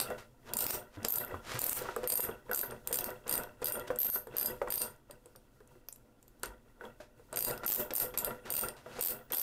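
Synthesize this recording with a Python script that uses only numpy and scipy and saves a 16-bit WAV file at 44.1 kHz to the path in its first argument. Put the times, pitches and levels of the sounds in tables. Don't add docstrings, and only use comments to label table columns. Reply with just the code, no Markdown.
import sys
import numpy as np
from scipy import signal
from scipy.fft import rfft, irfft
from scipy.io import wavfile

SR = 44100
rng = np.random.default_rng(int(sys.argv[2]) if len(sys.argv) > 2 else 0)


def store_wav(level_fs):
    pcm = np.round(np.clip(np.atleast_2d(level_fs), -1, 1) * 32767)
    wavfile.write(sys.argv[1], SR, pcm.T.astype(np.int16))


def gain_from_decibels(decibels):
    exponent = np.asarray(decibels, float) / 20
    return 10 ** exponent


N = 415422

# first drop t/s, last drop t/s, teeth,
# slow start and slow finish as shares of the cruising gap
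BACK_SWINGS = [(.5687, .7072, 7, .39, 1.83), (1.0852, 1.1842, 6, .61, 1.05), (1.5917, 1.7307, 6, .1, .6),
               (2.0747, 2.2047, 7, 1.08, 1.28), (2.5327, 2.6132, 6, .05, .65), (2.9277, 3.0427, 7, .1, 1.5),
               (3.2942, 3.3777, 6, .78, 1.32), (3.6442, 3.7222, 6, .12, .96),
               (3.9877, 4.1007, 7, .15, 1.56), (4.3677, 4.4592, 6, .51, 1.81),
               (4.7042, 4.8177, 6, .53, 2.12), (7.3722, 7.4487, 5, .26, .63),
               (7.6632, 7.7607, 10, .95, .55), (7.9367, 8.0007, 6, 3.74, 4.32),
               (8.5037, 8.6112, 8, .75, .61), (9.0102, 9.0847, 7, .45, .2), (9.3212, 9.4152, 8, .13, .57)]
SPEED_UP, SLOW_DOWN = 0.5, 0.35
# t/s, level/dB against its swing
STRAY_DROPS = [
    (.013, -3),
    (0.536, -13.5),
    (1.248, -18),
    (2.5145, -9.5),
    (2.874, -7),
    (8.1757, 2),
    (8.1865, -5),
    (8.2469, 3.5),
    (9.108, -38),
    (8.622, -25),
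]
# start t/s, level/dB of the 9 kHz, 12.5 kHz and 14 kHz mode groups, blow level/dB
GRIPS = [(0.007, -5, -49, 6, -8), (0.531, -6, -69, 0, -0.5), (1.08, -9, -4, -1, -6.2),
         (1.587, -12, -52, -5, 2.2), (2.07, 2, -2, -21.5, -1), (2.511, -3, 3.5, -1, -5),
         (2.869, -1, -25, 5.5, -9), (3.29, 4, -24, -8, -7.5), (3.639, 4.5, 4.5, 6, -12.5),
         (3.982, -2, 17, -10, -10), (4.363, 2, 7, -23, -3.3), (4.7, 3.5, -4, -4.5, -2),
         (7.368, 2, -10, -8, -2), (7.658, -11, -48, 12, 3.5), (7.931, -6.5, -28, -8, 5.5),
         (8.171, -8, -19, -81, 0), (8.499, 2, -25, 12.5, -7), (9.006, -3, -36, 7, 2),
         (9.316, -4, -2, 3, -1)]
GAP_DB, BLOW_SPREAD_DB, RING_SPREAD_DB = 4.0, 4.5, 6.0

HEAD_HZ = [8800, 8860, 8960, 4850, 2740, 12480, 12300, 12450, 12550, 13000, 13900, 13950, 14120, 3330]
# 0 near 9 kHz and some below, 1 near 12.5 kHz, 2 near 14 kHz and the one at 3330 Hz
HEAD_GROUP = [0, 0, 0, 0, 0, 1, 1, 1, 1, 1, 2, 2, 2, 2]
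# level/dB, t60/s
HEAD_RING = [(-37, 0.033), (-29, 0.07), (-30, 0.1), (-32, 0.045), (-43, 0.044), (-6, 0.01), (-32, 0.023),
             (-43.5, 0.078), (-34, 0.047), (-31, 0.034), (-4, 0.0037), (-43, 0.045), (-41.5, 0.05),
             (-51.5, 0.022)]
SEAT_DETUNE, GRIP_DETUNE = 0.005, 0.004
# f/Hz, density/dB per Hz
SNAP_COLOUR = [(700, -15), (2000, -24.5), (4000, -19), (7500, -7.5), (10000, -13), (12800, -5),
               (14500, -13), (16000, -38)]

# t/s, peak level/dB, head ring level/dB
EARLIER_DROP = [
    (.001, -6, 2),
]
# t/s, peak level/dB,
# head ring level/dB
TICKS = [(0.102, -37, -12), (0.2065, -58, -7), (1.031, -40, 0), (1.2798, -42, -6), (1.79, -34, 3),
         (1.814, -48, -1), (1.8221, -32.5, -8), (1.9632, -29, -36), (2.033, -44.5, 16), (2.709, -41, 12),
         (2.914, -33.5, -8), (3.104, -35, -2), (3.279, -31, 4), (3.435, -32, -5), (3.618, -50, 19),
         (3.7964, -35, 5), (3.877, -51.5, -8), (3.96, -35, -17), (4.16, -31.5, -10), (4.2716, -40.5, -6),
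         (4.6843, -43, -5),
         (5.11, -41.5, 7), (5.259, -45, -15), (5.3605, -40, 1), (5.675, -53, -13),
               (5.8864, -33.5, -23), (5.9259, -34.5, -21), (5.9598, -43, -15), (6.2801, -46, -21),
               (6.4328, -21, -13), (6.458, -33.5, 1), (6.851, -54, -9), (7.3282, -36, 1), (7.36, -26, -15),
               (7.5103, -27.5, 4), (7.577, -34.5, -6), (7.6339, -54, -4.0), (7.6475, -34, -8),
               (7.9076, -59, -7), (8.6855, -24.5, 8.5), (8.9934, -36, 18),
         (0.186, -61, -12),
    (1.0487, -13.5, -18),
    (1.546, -34, -14),
    (4.962, -53, -10),
    (5.604, -58, -8),
    (6.2277, -49.5, -20),
    (6.397, -52, -11),
    (9.302, -52, -9),
]
ALL_TICKS = EARLIER_DROP + TICKS

# load on t/s, load off t/s, rumble level/dB
LOADS = [(0, 0.107, -42.5), (0.5, 0.739, -42), (1.017, 1.213, -44), (1.26, 1.32, -44), (1.506, 1.66, -45),
         (1.72, 1.86, -46), (2.036, 2.282, -43), (2.495, 2.56, -47.5), (2.614, 2.719, -46.5),
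         (2.897, 3.082, -42.5), (3.298, 3.393, -40), (3.655, 3.784, -42), (3.873, 4.135, -46.5),
         (4.325, 4.502, -45), (4.7, 4.83, -44), (5.115, 5.11, -56.5), (5.655, 5.72, -65),
         (6.46, 6.463, -49.5), (6.645, 6.686, -65.5), (6.823, 6.844, -52), (7.164, 7.18, -65),
         (7.38, 7.515, -40), (7.666, 7.766, -35.5), (7.93, 8.02, -40.5), (8.163, 8.302, -43),
         (8.49, 8.64, -40), (8.892, 9.137, -47), (9.319, 9.42, -51)]
SWELL_DB, RISE_DB_S, FALL_DB_S, IDLE_DB = 6.5, 227, 156.5, -73
# t/s, peak level/dB, main pitch f/Hz
KNOCKS = [(0.103, -34, 660), (0.674, -33.5, 860), (0.972, -43.5, 298), (1.047, -38, 469),
          (1.342, -37, 1070), (1.813, -37.5, 516), (1.855, -41, 1105), (1.888, -33, 1320),
          (1.963, -30.5, 465), (2.033, -34.5, 502), (2.195, -45, 950), (2.288, -37, 462),
          (2.494, -37.5, 495), (2.513, -29.5, 1470), (2.632, -35.5, 1540), (2.908, -39, 466),
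          (3.264, -43, 497), (3.619, -36.5, 476), (3.903, -27.5, 521), (4.158, -37, 1450),
          (4.27, -44.5, 454), (4.34, -44, 506), (4.5, -44.5, 365), (4.616, -27, 559), (4.674, -33.5, 1080),
          (5.098, -47, 576), (6.435, -36, 1426), (6.81, -44.5, 1470), (7.002, -44.5, 620),
                (7.328, -38, 636), (7.466, -39, 970), (7.507, -38.5, 482), (7.634, -41.5, 1380),
                (7.906, -37, 536), (8.14, -51, 500), (8.271, -35.5, 580), (8.307, -39.5, 1380),
                (8.453, -56, 500), (8.861, -41.5, 640), (8.987, -40, 484), (9.311, -43.5, 506),
                (9.328, -26, 3250),
          (2.72, -41, 460), (7.195, -56, 470), (3.086, -39.5, 622), (5.257, -53.5, 480),
               (5.353, -54.5, 546), (5.604, -54, 430), (5.753, -58.5, 361), (6.839, -42.5, 461),
               (6.853, -48.5, 3330)]
# f/Hz, level/dB, t60/s
BENCH_MODES = [(128, -6, 0.23), (223.5, -4, 0.25), (375, -12.5, 0.42), (497, -0.5, 0.27), (602.5, -6, 0.41),
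               (700, -8.5, 0.28), (942, -2, 0.17), (1380, -1.5, 0.17), (1484, -2.5, 0.16), (1918, -4, 0.11),
               (2710, -6.5, 0.088), (3330, -6, 0.036)]
# t/s, peak level/dB, pitch f/Hz
HEAVES = [
    (.97, -43, 100),
    (1.33, -42, 89),
    (1.54, -38, 120),
    (4.3, -50, 127),
    (6.468, -50, 50),
]

# start t/s, loudest t/s, fade/s, level/dB
DRAGS = [(0.173, 0.182, .11, -56.5), (0.425, 0.489, .05, -58), (0.88, 0.964, .01, -61),
         (1.041, 1.045, 0.026, -49), (1.39, 1.505, 0.88, -47.5), (2.04, 2.04, 0.023, -49),
         (3.266, 3.269, .2, -54.5), (3.607, 3.63, 0.013, -50), (3.863, 3.879, 0.023, -51.5),
         (4.306, 4.378, .2, -54), (6.423, 6.436, 0.086, -53.5), (6.995, 7.006, 0.12, -63),
         (7.341, 7.335, 0.027, -45.5), (7.631, 7.635, 0.032, -50), (7.907, 7.901, 0.02, -32.5),
         (8.14, 8.131, 0.042, -46), (8.444, 8.458, 0.16, -54.5), (8.765, 8.762, .12, -61),
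         (8.776, 9.006, 0.031, -53), (9.304, 9.3, 0.022, -46)]
# f/Hz, density/dB per Hz
RASP_COLOUR = [(400, 6), (1400, 8), (3200, 1), (6000, -3), (10000, -9.5), (14000, -11.5), (16000, -49)]
# t/s, f/Hz, level/dB
SQUEAKS = [
    [(9.212, 14150, -78), (9.226, 15200, -73), (9.262, 15600, -69), (9.28, 14800, -86.5),
     (9.298, 13900, -91)],
    [(8.4, 10000, -80), (8.45, 8900, -74)],
]
# f/Hz, density/dB per Hz
AIR_COLOUR = [(20, 9.5), (127, -4.5), (163, -18), (222, 5.5), (459, -5), (2200, -25), (12300, -39),
              (16000, -46)]
AIR_DB = -66


def rms_one(x):
    return x / np.sqrt(np.mean(x ** 2) + 1e-20)


def coloured(x, points):
    hz = np.maximum(np.arange(len(x) // 2 + 1) * SR / len(x), 1)
    hz_at, db_at = np.transpose(points)
    weight = gain_from_decibels(np.interp(np.log(hz), np.log(hz_at), db_at))
    return rms_one(irfft(rfft(x) * weight, len(x)))


def ring(clicks, hz, t60):
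    r, w = gain_from_decibels(-60 / (t60 * SR)), 2 * np.pi * hz / SR
    return signal.lfilter([0, np.sin(w)], [1, -2 * r * np.cos(w), r * r], clicks + 1e-18)


def clicks_at(times, gains):
    out = np.zeros(N)
    np.add.at(out, np.clip((np.asarray(times) * SR).astype(int), 0, N - 1), gains)
    return out


def dying(times, gains, t60, rise_s):
    r, a = gain_from_decibels(-60 / (t60 * SR)), np.exp(-1 / (rise_s * SR))
    fall = signal.lfilter([1], [1, -r], clicks_at(times, gains) + 1e-18)
    return signal.lfilter([1 - a], [1, -a], fall)


def snaps(times, db, t60, uneven_db=3.5):
    noise, out = coloured(rng.standard_normal(N), SNAP_COLOUR), 0
    uneven = uneven_db * rng.standard_normal((len(times), 3))
    first = np.clip((times[:, None] * SR).astype(int) + np.arange(50), 0, N - 1)
    for k, band in enumerate([[300, 6500], [6500, 11000], [11000, 17000]]):
        part = signal.sosfilt(signal.butter(2, band, "band", fs=SR, output="sos"), noise)
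        steady = np.minimum(np.std(part) / np.std(part[first], axis=1), 2)
        out = out + part * dying(times, steady * gain_from_decibels(db + uneven[:, k]), t60, rise_s=0.00028)
    return out


def drops():
    s, db = map(list, zip(*STRAY_DROPS))
    for first, last, teeth, slow_start, slow_finish in BACK_SWINGS:
        k = np.arange(teeth - 1)
        gaps = 1 + slow_start * SPEED_UP ** k + slow_finish * SLOW_DOWN ** k[::-1]
        travelled = np.append(0, np.cumsum(gaps)) / gaps.sum()
        s += list(first + (last - first) * travelled)
        db += list(GAP_DB * np.log2(np.append(gaps[0], gaps) / gaps.mean()))
    return np.array(s), np.array(db)


def head(s, db, spread_db):
    luck, seat = rng.standard_normal(db.shape), rng.standard_normal((len(s), len(HEAD_HZ) + 1))
    graze = rng.uniform(-0.92, 1, db.shape)
    level_db, t60 = np.transpose(HEAD_RING)
    detune = 1 + SEAT_DETUNE * seat[:, 1:] + GRIP_DETUNE * seat[:, :1]
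    w = 2 * np.pi * np.array(HEAD_HZ) * detune
    double_blow = 1 + 0.5 * np.exp(-1j * w * 0.000602 * graze)
    strength = gain_from_decibels(db + level_db + spread_db * luck * np.clip(t60 / 0.069, 0, 1)) * double_blow
    t = np.arange(SR // 8) / SR
    fall = np.exp(-np.log(1000) * t / t60[:, None])
    out = np.zeros(N + len(t))
    for start, gain, turn in zip((s * SR).astype(int), strength, w):
        modes = fall * np.sin(turn[:, None] * t + np.angle(gain)[:, None])
        out[start:start + len(t)] += np.abs(gain) @ modes
    return out[:N]


def ratchet():
    s, blow_db = drops()
    luck = rng.standard_normal((len(s), 4))
    grips = np.array(GRIPS)
    swing = grips[np.maximum(np.searchsorted(grips[:, 0], s) - 1, 0)]
    blow_db = blow_db + swing[:, 4] + BLOW_SPREAD_DB * luck[:, 2]
    out = snaps(s - 0.0004, blow_db - 9.5, t60=0.0059)
    rebound_s = s + 0.0022 + 0.0006 * luck[:, 0]
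    out += snaps(rebound_s, blow_db - 18 + 3.0 * luck[:, 1], t60=0.01)
    grip_db = swing[:, 1:4]
    grip_db[:, 1:] += RING_SPREAD_DB * luck[:, 3:] * [1, -1]
    group, lasting = np.array(HEAD_GROUP), np.array(HEAD_RING)[:, 1] > 0.02
    pawl_db = blow_db[:, None] + grip_db[:, group] * np.where(lasting, 1, 0.25)
    tick_s, tick_db, ring_db = np.transpose(ALL_TICKS)
    weak_db = tick_db[:, None] + ring_db[:, None] * lasting + np.array([4.0, -8.0, -8.0])[group]
    return out + head(np.append(s, tick_s), np.vstack([pawl_db, weak_db]), spread_db=3.0)


def ticks():
    s, db, _ = np.transpose(ALL_TICKS)
    return signal.lfilter([1], [1, -0.25], snaps(s - 0.0003, db + 1.0, t60=0.011, uneven_db=3.0))


def load():
    t = np.arange(0, N + 100, 100) / SR
    each = []
    for on, off, db in LOADS:
        start_db = db - SWELL_DB
        levels = [start_db - RISE_DB_S, start_db, db, db - FALL_DB_S]
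        each.append(np.interp(t, [on - 1, on, off, off + 1], levels))
    return np.interp(np.arange(N) / SR, t, np.maximum(np.max(each, axis=0), IDLE_DB))


def thumps(s, db, pitch_hz, cycles):
    t = np.arange(SR // 5) / SR
    out = np.zeros(N + len(t))
    for start, gain, hz in zip(s, gain_from_decibels(db), pitch_hz):
        turns = t * hz / cycles
        swell = np.e * turns * np.exp(-turns)
        out[int(start * SR):][:len(t)] += gain * swell * np.sin(2 * np.pi * hz * t)
    return out[:N]


def bench(rumble_db):
    s, db, pitch_hz = np.transpose(KNOCKS)
    luck = rng.standard_normal((len(s), len(BENCH_MODES)))
    grit = gain_from_decibels(4.43 * np.minimum(rng.exponential(1, N), 4)) * rng.choice([-1, 1], N)
    born = rng.random(N) < 2500 / SR
    dealt = rng.integers(0, len(BENCH_MODES), N)
    chips = grit * born * gain_from_decibels(rumble_db)
    knocks, chatter = 0, 0
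    for k, (hz, level_db, t60) in enumerate(BENCH_MODES):
        near_db = -9.0 * np.abs(np.log2(hz / pitch_hz))
        blow_db = db + level_db + near_db - 7 + 3.0 * luck[:, k]
        knocks = knocks + ring(clicks_at(s, gain_from_decibels(blow_db)), hz, t60)
        chatter = chatter + gain_from_decibels(level_db) * ring(chips * (dealt == k), hz, 0.32 * t60)
    soft = signal.lfilter([0.45], [1, -0.55], knocks) + thumps(s, db - 1, pitch_hz, cycles=3.0)
    wood_colour = [(100, -8), (400, 16.5), (1500, 4), (3300, -18.5), (12000, -15.5)]
    wood = coloured(rng.standard_normal(N), wood_colour)
    crack = signal.lfilter(*signal.butter(1, [900, 2800], "band", fs=SR), wood)
    soft = soft + crack * dying(s, gain_from_decibels(db + 4.5), t60=0.014, rise_s=0.00041)
    wood_level = dying(s, gain_from_decibels(db - 9.0), t60=0.08, rise_s=0.0021) + gain_from_decibels(rumble_db - 6.5)
    return soft + gain_from_decibels(-11.5) * chatter + wood * wood_level


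def sway():
    bass = [(15, -10.0), (40, -0.5), (70, -18.0), (125, -3.0), (200, -28.5), (400, -36)]
    low = coloured(rng.standard_normal(N), bass)
    lumps = signal.sosfilt(signal.butter(2, 5.0, fs=SR, output="sos"), rng.standard_normal(N))
    return low * gain_from_decibels(1.8 * rms_one(lumps))


def rasp():
    grains = rng.standard_normal(N) * gain_from_decibels(4.3 * np.minimum(rng.exponential(1, N), 5))
    t = np.arange(N) / SR
    swell = 0
    for start, top, fade, db in DRAGS:
        swell = swell + gain_from_decibels(db + 6.5) * np.interp(t, [start, top, top + fade], [0, 1, 0]) ** 2.3
    return swell * coloured(grains, RASP_COLOUR)


def squeaks():
    out, t = np.zeros(N), np.arange(N) / SR
    for rows in SQUEAKS:
        s, hz, db = np.transpose(rows)
        level = gain_from_decibels(np.interp(t, s, db)) * (t > s[0]) * (t < s[-1])
        phase = 2 * np.pi * np.cumsum(np.interp(t, s, hz)) / SR
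        out += np.sqrt(2) * level * np.sin(phase)
    return out


def workshop(x, t60=0.19, gap_s=0.00093):
    t = np.arange(SR // 2) / SR
    tail = rng.standard_normal(len(t)) * gain_from_decibels(-60 * t / t60) * (1 - np.exp(-(t / gap_s) ** 2))
    return signal.oaconvolve(x, tail / np.sqrt(np.sum(tail ** 2)))[:N]


def scene():
    rumble_db = load()
    metal = ratchet() + ticks() + rasp()
    wood = bench(rumble_db)
    room = workshop(gain_from_decibels(-10) * metal + gain_from_decibels(-9) * wood)
    sways = gain_from_decibels(0.37 * rumble_db - 40.5) * sway() + thumps(*np.transpose(HEAVES), cycles=1.4)
    air = gain_from_decibels(AIR_DB) * coloured(rng.standard_normal(N), AIR_COLOUR)
    return (metal + wood + room + squeaks() + sways + air)[None]


def limiter(x, ceiling_db=-16.5, release_db_s=560.0, attack_s=0.00016):
    climb = release_db_s * np.arange(N) / SR
    over = np.maximum(20 * np.log10(np.abs(x) + 1e-9) - ceiling_db, 0)
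    cut = np.maximum.accumulate(over + climb) - climb
    ahead = 40
    a = np.exp(-1 / (attack_s * SR))
    cut = signal.lfilter([1 - a], [1, -a], np.append(cut[ahead:], np.full(ahead, cut[-1])))
    return x * gain_from_decibels(-cut)


def low_pass(x):
    return signal.sosfilt(signal.butter(12, 17000, fs=SR, output="sos"), x)


def record(dry):
    top_cut = signal.cheby2(16, 44, 15950, fs=SR, output="sos")
    mix = signal.sosfilt(top_cut, limiter(dry[0]))[None]
    return low_pass(mix)


dry = scene()
out = record(dry)
store_wav(out)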